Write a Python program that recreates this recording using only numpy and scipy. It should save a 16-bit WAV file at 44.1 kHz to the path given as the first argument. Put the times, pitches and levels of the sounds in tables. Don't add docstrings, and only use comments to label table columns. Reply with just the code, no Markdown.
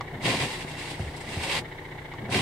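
import sys
import numpy as np
from scipy import signal
from scipy.fft import rfft, irfft, next_fast_len
from scipy.io import wavfile
from scipy.ndimage import uniform_filter1d

SR = 44100
rng = np.random.default_rng(int(sys.argv[2]) if len(sys.argv) > 2 else 0)


def transcribe(signal):
    frames = np.atleast_2d(signal).T
    limited = np.clip(frames, -1, 1)
    pcm = np.round(limited * 32767).astype(np.int16)
    wavfile.write(sys.argv[1], SR, pcm)


N = 106457
T = np.arange(N) / SR


def amp(db):
    return 10 ** (np.asarray(db) / 20)


def unit(x):
    return x / np.sqrt(np.mean(x ** 2) + 1e-20)


def curve(points):
    return np.interp(T, *np.transpose(points))


def at_hz(points, hz):
    f, value = np.transpose(points)
    return np.interp(np.log(hz + 1), np.log(f + 1), value)


def wander(rate_hz):
    hz = np.fft.rfftfreq(2 * N, 1 / SR)
    spectrum = rfft(rng.standard_normal(2 * N)) / (1 + (hz / rate_hz) ** 4)
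    return unit(irfft(spectrum)[:N])


def hiss():
    return rng.standard_normal((2, N))


def since(start_s):
    return np.maximum(T - start_s, 0)


def cabin(drive, spectrum, same, side):
    size = next_fast_len(N + 4096)
    hz = np.fft.rfftfreq(size, 1 / SR)
    a, b = rfft(drive, size) * amp(at_hz(spectrum, hz))
    likeness = np.clip(at_hz(same, hz), -1, 1)
    lean = amp(at_hz(side, hz) / 2)
    mid, wide = a * np.sqrt(1 + likeness), b * np.sqrt(1 - likeness)
    left, right = (mid + wide) * lean, (mid - wide) / lean
    return unit(irfft(np.array([left, right]), size)[:, :N])


# freq_hz, likeness (0-1)
ENGINE_SAME = [(100, .985), (300, .95), (700, .8), (1200, .5), (2100, .25), (4000, .1), (9000, .05)]
# freq_hz, left_over_right_db
ENGINE_SIDE = [(60, 2), (150, 3), (380, 3.5), (950, 3.0), (2380, -1.0), (5980, 1.5), (15000, -2)]


def from_engine(drive, spectrum):
    return cabin(drive, spectrum, ENGINE_SAME, ENGINE_SIDE)


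# freq_hz, likeness (0-1)
GLASS_SAME = [(100, .988), (300, .95), (600, .86), (1200, .6), (2500, .2), (5000, .22), (9000, .03)]
# freq_hz, left_over_right_db
GLASS_SIDE = [(60, -0.27), (150, 0.46), (380, 1.6), (950, 1.7), (2380, -1.8), (5500, 1.3), (9000, -1.1),
              (14000, -0.16)]


def from_glass(drive, spectrum):
    return cabin(drive, spectrum, GLASS_SAME, GLASS_SIDE)


def ring(modes, start_s, pitch, rise_s):
    t = since(start_s)
    tones = sum(amp(db - 60 * t / t60) * np.sin(2 * np.pi * hz * pitch * t) for hz, db, t60 in modes)
    return (1 - np.exp(-t / rise_s)) * tones


def per_turn(turns, width, offbeat_db):
    beat = np.exp(-.5 * (((turns + .5) % 1 - .5) / width) ** 2)
    offbeat = np.exp(-.5 * ((turns % 1 - .5) / width) ** 2)
    return beat + amp(offbeat_db) * offbeat


TURN_HZ, TICK_S = 15.0, 0.01573
JUMP_FROM_S, JUMP_TO_S, JUMP_TURNS = 1.37, 1.53, .385


def idle_turns():
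    jump = np.clip((T - JUMP_FROM_S) / (JUMP_TO_S - JUMP_FROM_S), 0, 1)
    return TURN_HZ * (T - TICK_S) + JUMP_TURNS * jump


# multiple_of_firing_rate, level_db
HUM = [(1, -52), (2, -58.5), (3, -49), (4, -48), (5, -46), (9, -63), (10, -55), (12, -50.5), (13, -61.5),
       (14, -58.5), (16, -55)]


def engine_hum(turns):
    firings = 2 * turns + 0.011 * wander(rate_hz=3.5)
    return sum(amp(db + .5 * wander(rate_hz=6)) * np.sin(2 * np.pi * (k * firings + rng.random()))
               for k, db in HUM)


# freq_hz, relative_db
FIRING = [(20, -10), (45, -2), (100, -3), (160, -7.5), (215, -14.5), (290, -5.5), (380, -0.5), (480, -4),
          (600, -6), (700, -7.5), (860, 0), (1050, -8), (1280, -17.5), (1650, -7.5), (2050, -8),
          (2500, -21.5), (3600, -23), (5500, -34.5), (15000, -69)]
FIRING_DB, FIRING_DEPTH_DB, FIRING_LEAD_TURNS = -44, 3, 0.037


def engine_puffs(turns):
    puffs = amp(FIRING_DEPTH_DB * np.cos(2 * np.pi * 2 * (turns + FIRING_LEAD_TURNS)))
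    return amp(FIRING_DB) * from_engine(hiss() * puffs, FIRING)


# freq_hz, relative_db
TICKING = [(600, -17), (1400, -6.5), (1900, -3), (2280, -9), (2500, -8), (2900, 2.5), (3250, 0.5),
           (3950, -1), (4500, -14), (7000, -28), (15000, -43)]
TICKING_DB, TICK_WIDTH_TURNS, OFFBEAT_DB = -55, .15, -10
TICK_BED_DB, TICK_FLUTTER_DB = -14, .8


def engine_ticking(turns):
    ticks = per_turn(turns, TICK_WIDTH_TURNS, OFFBEAT_DB) + amp(TICK_BED_DB)
    ticks = ticks * amp(TICK_FLUTTER_DB * wander(rate_hz=290))
    return amp(TICKING_DB) * from_engine(hiss() * ticks, TICKING)


# freq_hz, relative_db
CHIRP = [(1000, -45), (1650, -20), (1780, -5.5), (2020, -1.5), (2250, -0.5), (2400, -29), (2700, -40),
         (8000, -70)]
CHIRP_DB, CHIRP_WIDTH_TURNS, CHIRP_LAG_TURNS, CHIRP_OFFBEAT_DB = -47, .13, .01, -10.5


def engine_chirp(turns):
    band = from_engine(hiss(), CHIRP)
    power = uniform_filter1d((band ** 2).mean(0), size=400)
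    even = band / np.sqrt(power + 1e-9)
    gate = per_turn(turns - CHIRP_LAG_TURNS, CHIRP_WIDTH_TURNS, CHIRP_OFFBEAT_DB)
    return amp(CHIRP_DB) * unit(even * gate)


def engine():
    turns = idle_turns()
    return engine_hum(turns) + engine_puffs(turns) + engine_ticking(turns) + engine_chirp(turns)


# freq_hz, relative_db
AIR = [(15, 5), (40, -1), (200, -19), (1000, 15), (3000, 5), (5500, -1.5), (8500, -0.5), (11000, -5),
       (15500, -6)]
AIR_DB = -56


def air():
    return amp(AIR_DB) * from_engine(hiss(), AIR)


# start_s, level_db
CLICKS = [(0.009, -25.5), (2.137, -33.5)]
# freq_hz, level_db, t60_s
RELAY = [(818, -1.5, 0.038), (976, -1.5, 0.043), (1125, 1.5, 0.037), (1370, -13, 0.031), (2085, -8, 0.042),
         (2880, -14, .03), (3630, -15, 0.025), (4420, -13.5, 0.022), (5350, -23, 0.032)]
# freq_hz, relative_db
SNAP = [(300, -49), (900, 14.5), (2200, -4), (5500, -6), (9000, -20.5), (15000, -46)]
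SNAP_DB, SNAP_T60_S, RELAY_RISE_S = -8, .045, .0007


def relay():
    noise = amp(SNAP_DB) * from_glass(hiss(), SNAP)
    clicks = 0
    for start_s, level_db in CLICKS:
        snap = noise * (T > start_s) * amp(-60 * since(start_s) / SNAP_T60_S)
        clicks = clicks + amp(level_db) * (ring(RELAY, start_s, 1, RELAY_RISE_S) + snap)
    return clicks


# start_s, length_s, level_db
GROANS = [(0.098, 0.21, -42), (1.258, 0.082, -40), (2.178, 0.22, -40)]
# multiple, level_db
GROAN_PARTIALS = [(1, -1), (2, -26), (3, -9.5)]
GROAN_HZ, GROAN_WAVER = 213.6, .05


def groan():
    turns = np.cumsum(GROAN_HZ * (1 + GROAN_WAVER * wander(rate_hz=23.7))) / SR
    swell = sum(amp(db) * np.sin(np.pi * np.clip((T - s) / length, 0, 1)) for s, length, db in GROANS)
    note = sum(amp(db + 3.7 * wander(rate_hz=22)) * np.sin(2 * np.pi * k * turns)
               for k, db in GROAN_PARTIALS)
    return swell * note


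# start_s, end_s, level_db
RUNS = [(0.12, 1.62, -44), (2.177, 2.5, -45.5)]
# freq_hz, relative_db
MOTOR = [(60, -33), (150, 7.5), (210, -2.5), (280, 4.5), (380, -1), (480, -9), (650, -3.5), (820, -2),
         (1050, -17.5), (1400, -16.5), (4000, -40)]
MOTOR_RAMP_S = 0.011


def motor():
    running = sum(amp(db) * np.clip(np.minimum(T - start, end - T) / MOTOR_RAMP_S, 0, 1)
                  for start, end, db in RUNS)
    roughness = amp(2.7 * wander(rate_hz=130))
    return running * from_glass(hiss() * roughness, MOTOR)


# freq_hz, level_db, t60_s
BOOM = [(76.3, 1.5, 0.18), (128.5, -2.5, 0.084)]
BOOM_RISE_S = 0.007
BOOM_GLIDE, BOOM_GLIDE_S = 0.91, 0.0129


def boom(start_s, pitch):
    t = since(start_s)
    swept = pitch * (t + BOOM_GLIDE * BOOM_GLIDE_S * (1 - np.exp(-t / BOOM_GLIDE_S)))
    tones = sum(amp(db - 60 * t / t60) * np.sin(2 * np.pi * hz * swept) for hz, db, t60 in BOOM)
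    return (1 - np.exp(-(t / BOOM_RISE_S) ** 2)) * tones


# start_s, level_db, boom_pitch_factor, knock_over_boom_db
THUDS = [(0.138, -33, 1.25, 2.5), (0.28, -26.5, 1.25, 6.5), (0.334, -33, 1.5, 14), (0.994, -22, 0.95, -2),
         (1.024, -27.5, 0.97, -20), (1.06, -29.5, .88, -8), (1.364, -23, 0.954, -4), (2.292, -40, 2.6, 16),
         (2.355, -27.5, 1.1, 3)]
# freq_hz, level_db, t60_s
KNOCK = [(237, -3, .05), (287, -6, 0.053), (382, -8, 0.12), (583, -7, 0.064), (704, 3, 0.029),
         (1580, 10, 0.005)]
KNOCK_PITCH, KNOCK_RISE_S = 0.95, 0.0024


def thuds():
    total = 0
    for start_s, level_db, pitch, knock_db in THUDS:
        knock = amp(knock_db) * ring(KNOCK, start_s, KNOCK_PITCH, KNOCK_RISE_S)
        total = total + amp(level_db) * (boom(start_s, pitch) + knock)
    return total


# time_s, level_db
LOAD = [(0.19, -49.5), (0.245, -34.5), (0.285, -30.5), (0.34, -34.5), (0.375, -41), (0.44, -35),
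        (0.48, -44), (0.53, -66), (1.23, -62), (1.29, -49), (1.35, -50), (1.45, -44), (1.61, -42),
        (1.7, -56), (2.17, -53), (2.215, -40.5), (2.28, -47), (2.32, -35.5), (2.362, -29), (2.41, -33)]
# freq_hz, relative_db
ARMS = [(30, -26), (60, -18), (85, -5.5), (115, 3), (160, -4), (230, -4.5), (330, -6), (420, -7.5),
        (560, -15.5), (750, -9), (1100, -24), (2500, -54)]
ARMS_DB = 4


def arms():
    return from_glass(hiss(), ARMS) * amp(ARMS_DB + curve(LOAD))


GRAINS_PER_S, GRAIN_SPREAD_DB, GRAIN_SHARE = 4000, 2.8, .4
CRUNCH_DB = 1.17


def crush():
    strength = amp(GRAIN_SPREAD_DB * np.minimum(rng.exponential(1, N), 4))
    snaps = hiss() * strength * (rng.random(N) < GRAINS_PER_S / SR)
    mix = np.sqrt(GRAIN_SHARE) * unit(snaps) + np.sqrt(1 - GRAIN_SHARE) * hiss()
    return mix * amp(CRUNCH_DB * wander(rate_hz=80))


# freq_hz, width_hz, gain_db
PANE = [(710, 52, -7.5), (740, 46, 6), (1025, 19, -0.5), (2310, 27, 1), (2560, 87, -5), (2696, 120, 4.5),
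        (3000, 50, -4), (3150, 87, 1), (3420, 61, 2.5), (3650, 60, -4), (3910, 50, 1.5), (4660, 110, -2.5),
        (4725, 88, 3.5)]
REFLECT_DB = -3


def windscreen(x, count=24):
    size = next_fast_len(N + 4096)
    hz = np.fft.rfftfreq(size, 1 / SR)
    colour = amp(sum(db / (1 + (2 * (hz - f) / width) ** 2) for f, width, db in PANE))
    taps = np.zeros((2, size))
    for side in taps:
        delay_s = .001 * (1 + rng.random(count) * np.arange(1, count + 1))
        side[(delay_s * SR).astype(int)] = rng.choice([-1., 1.], count)
    echo = amp(REFLECT_DB) * hz ** 2 / (hz ** 2 + 2500 ** 2)
    room = (1 + echo * rfft(taps) / np.sqrt(count)) / np.sqrt(1 + echo ** 2)
    return irfft(rfft(x, size) * colour * room, size)[:, :N]


# time_s, level_db
DRAG = [(0.195, -69), (0.225, -46), (0.256, -29.5), (0.3, -32), (0.355, -34.5), (0.384, -38), (0.406, -33),
        (0.446, -35), (0.482, -42), (0.518, -38.5), (0.58, -45.5), (0.626, -44.5), (0.652, -54),
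        (0.7, -46.5), (0.762, -52), (0.796, -41.5), (0.86, -46), (0.91, -42.5), (0.97, -54), (1.0, -50),
        (1.12, -55), (1.17, -53.5), (1.24, -53), (1.31, -44), (1.414, -43), (1.438, -34), (1.465, -39),
        (1.53, -32), (1.59, -34.5), (1.603, -49), (1.622, -67), (2.275, -79), (2.302, -47.5),
        (2.326, -32.5), (2.352, -29.5), (2.41, -34)]
# freq_hz, relative_db
SNOW = [(120, -21), (250, -26.5), (400, -8), (540, 0.5), (700, -14), (830, -3.5), (1030, 0.5),
        (1300, -12.5), (1600, -5), (1900, 0), (2300, 1), (2750, 0), (3100, -2.5), (3600, -3), (4800, -8.5),
        (6300, -16.5), (7200, -16), (8400, -14), (10500, -23.5), (15500, -38)]
# freq_hz, relative_db
RUBBER = [(300, -30), (800, 4), (1300, -4), (2200, -12), (3800, 0), (5000, -3), (6300, -10), (7500, -5),
          (8800, -3.5), (10500, -13), (15500, -28)]
# start_s, level_db, length_s
SPATTERS = [(0.78, -57, 0.021), (0.898, -50, .02), (0.988, -49, .02), (1.163, -43, 0.014),
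            (1.203, -46.5, 0.026), (1.425, -38, 0.029)]
# freq_hz, relative_db
SPATTER = [(1000, -23), (3000, -5), (4300, -1), (4900, 3), (6200, -8), (8500, 2.5), (10500, -10),
           (15500, -25)]
SNOW_DB, RUBBER_DB = 5, -45.5
RUBBER_FOLLOW, RUBBER_KNEE_DB = 0.56, -45.5


def blades():
    drag = curve(DRAG)
    snow = from_glass(crush(), SNOW) * amp(SNOW_DB + drag)
    over = drag - RUBBER_KNEE_DB
    rubber = from_glass(hiss(), RUBBER) * amp(RUBBER_DB + np.minimum(over, RUBBER_FOLLOW * over))
    flung = 0
    for start_s, level_db, length_s in SPATTERS:
        age = since(start_s) / length_s
        flung = flung + amp(level_db) * np.minimum(6 * age, 1) * np.exp(-age ** 2)
    return windscreen(snow + rubber + flung * from_glass(crush(), SPATTER))


def scene():
    return engine() + air() + relay() + groan() + motor() + thuds() + arms() + blades()


EDGE_HZ = 15740


def record(dry):
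    lowpass = signal.firwin(1023, EDGE_HZ, window=("kaiser", 9), fs=SR)
    return signal.oaconvolve(dry, lowpass[None], "same")


dry = scene()
out = record(dry)
transcribe(out)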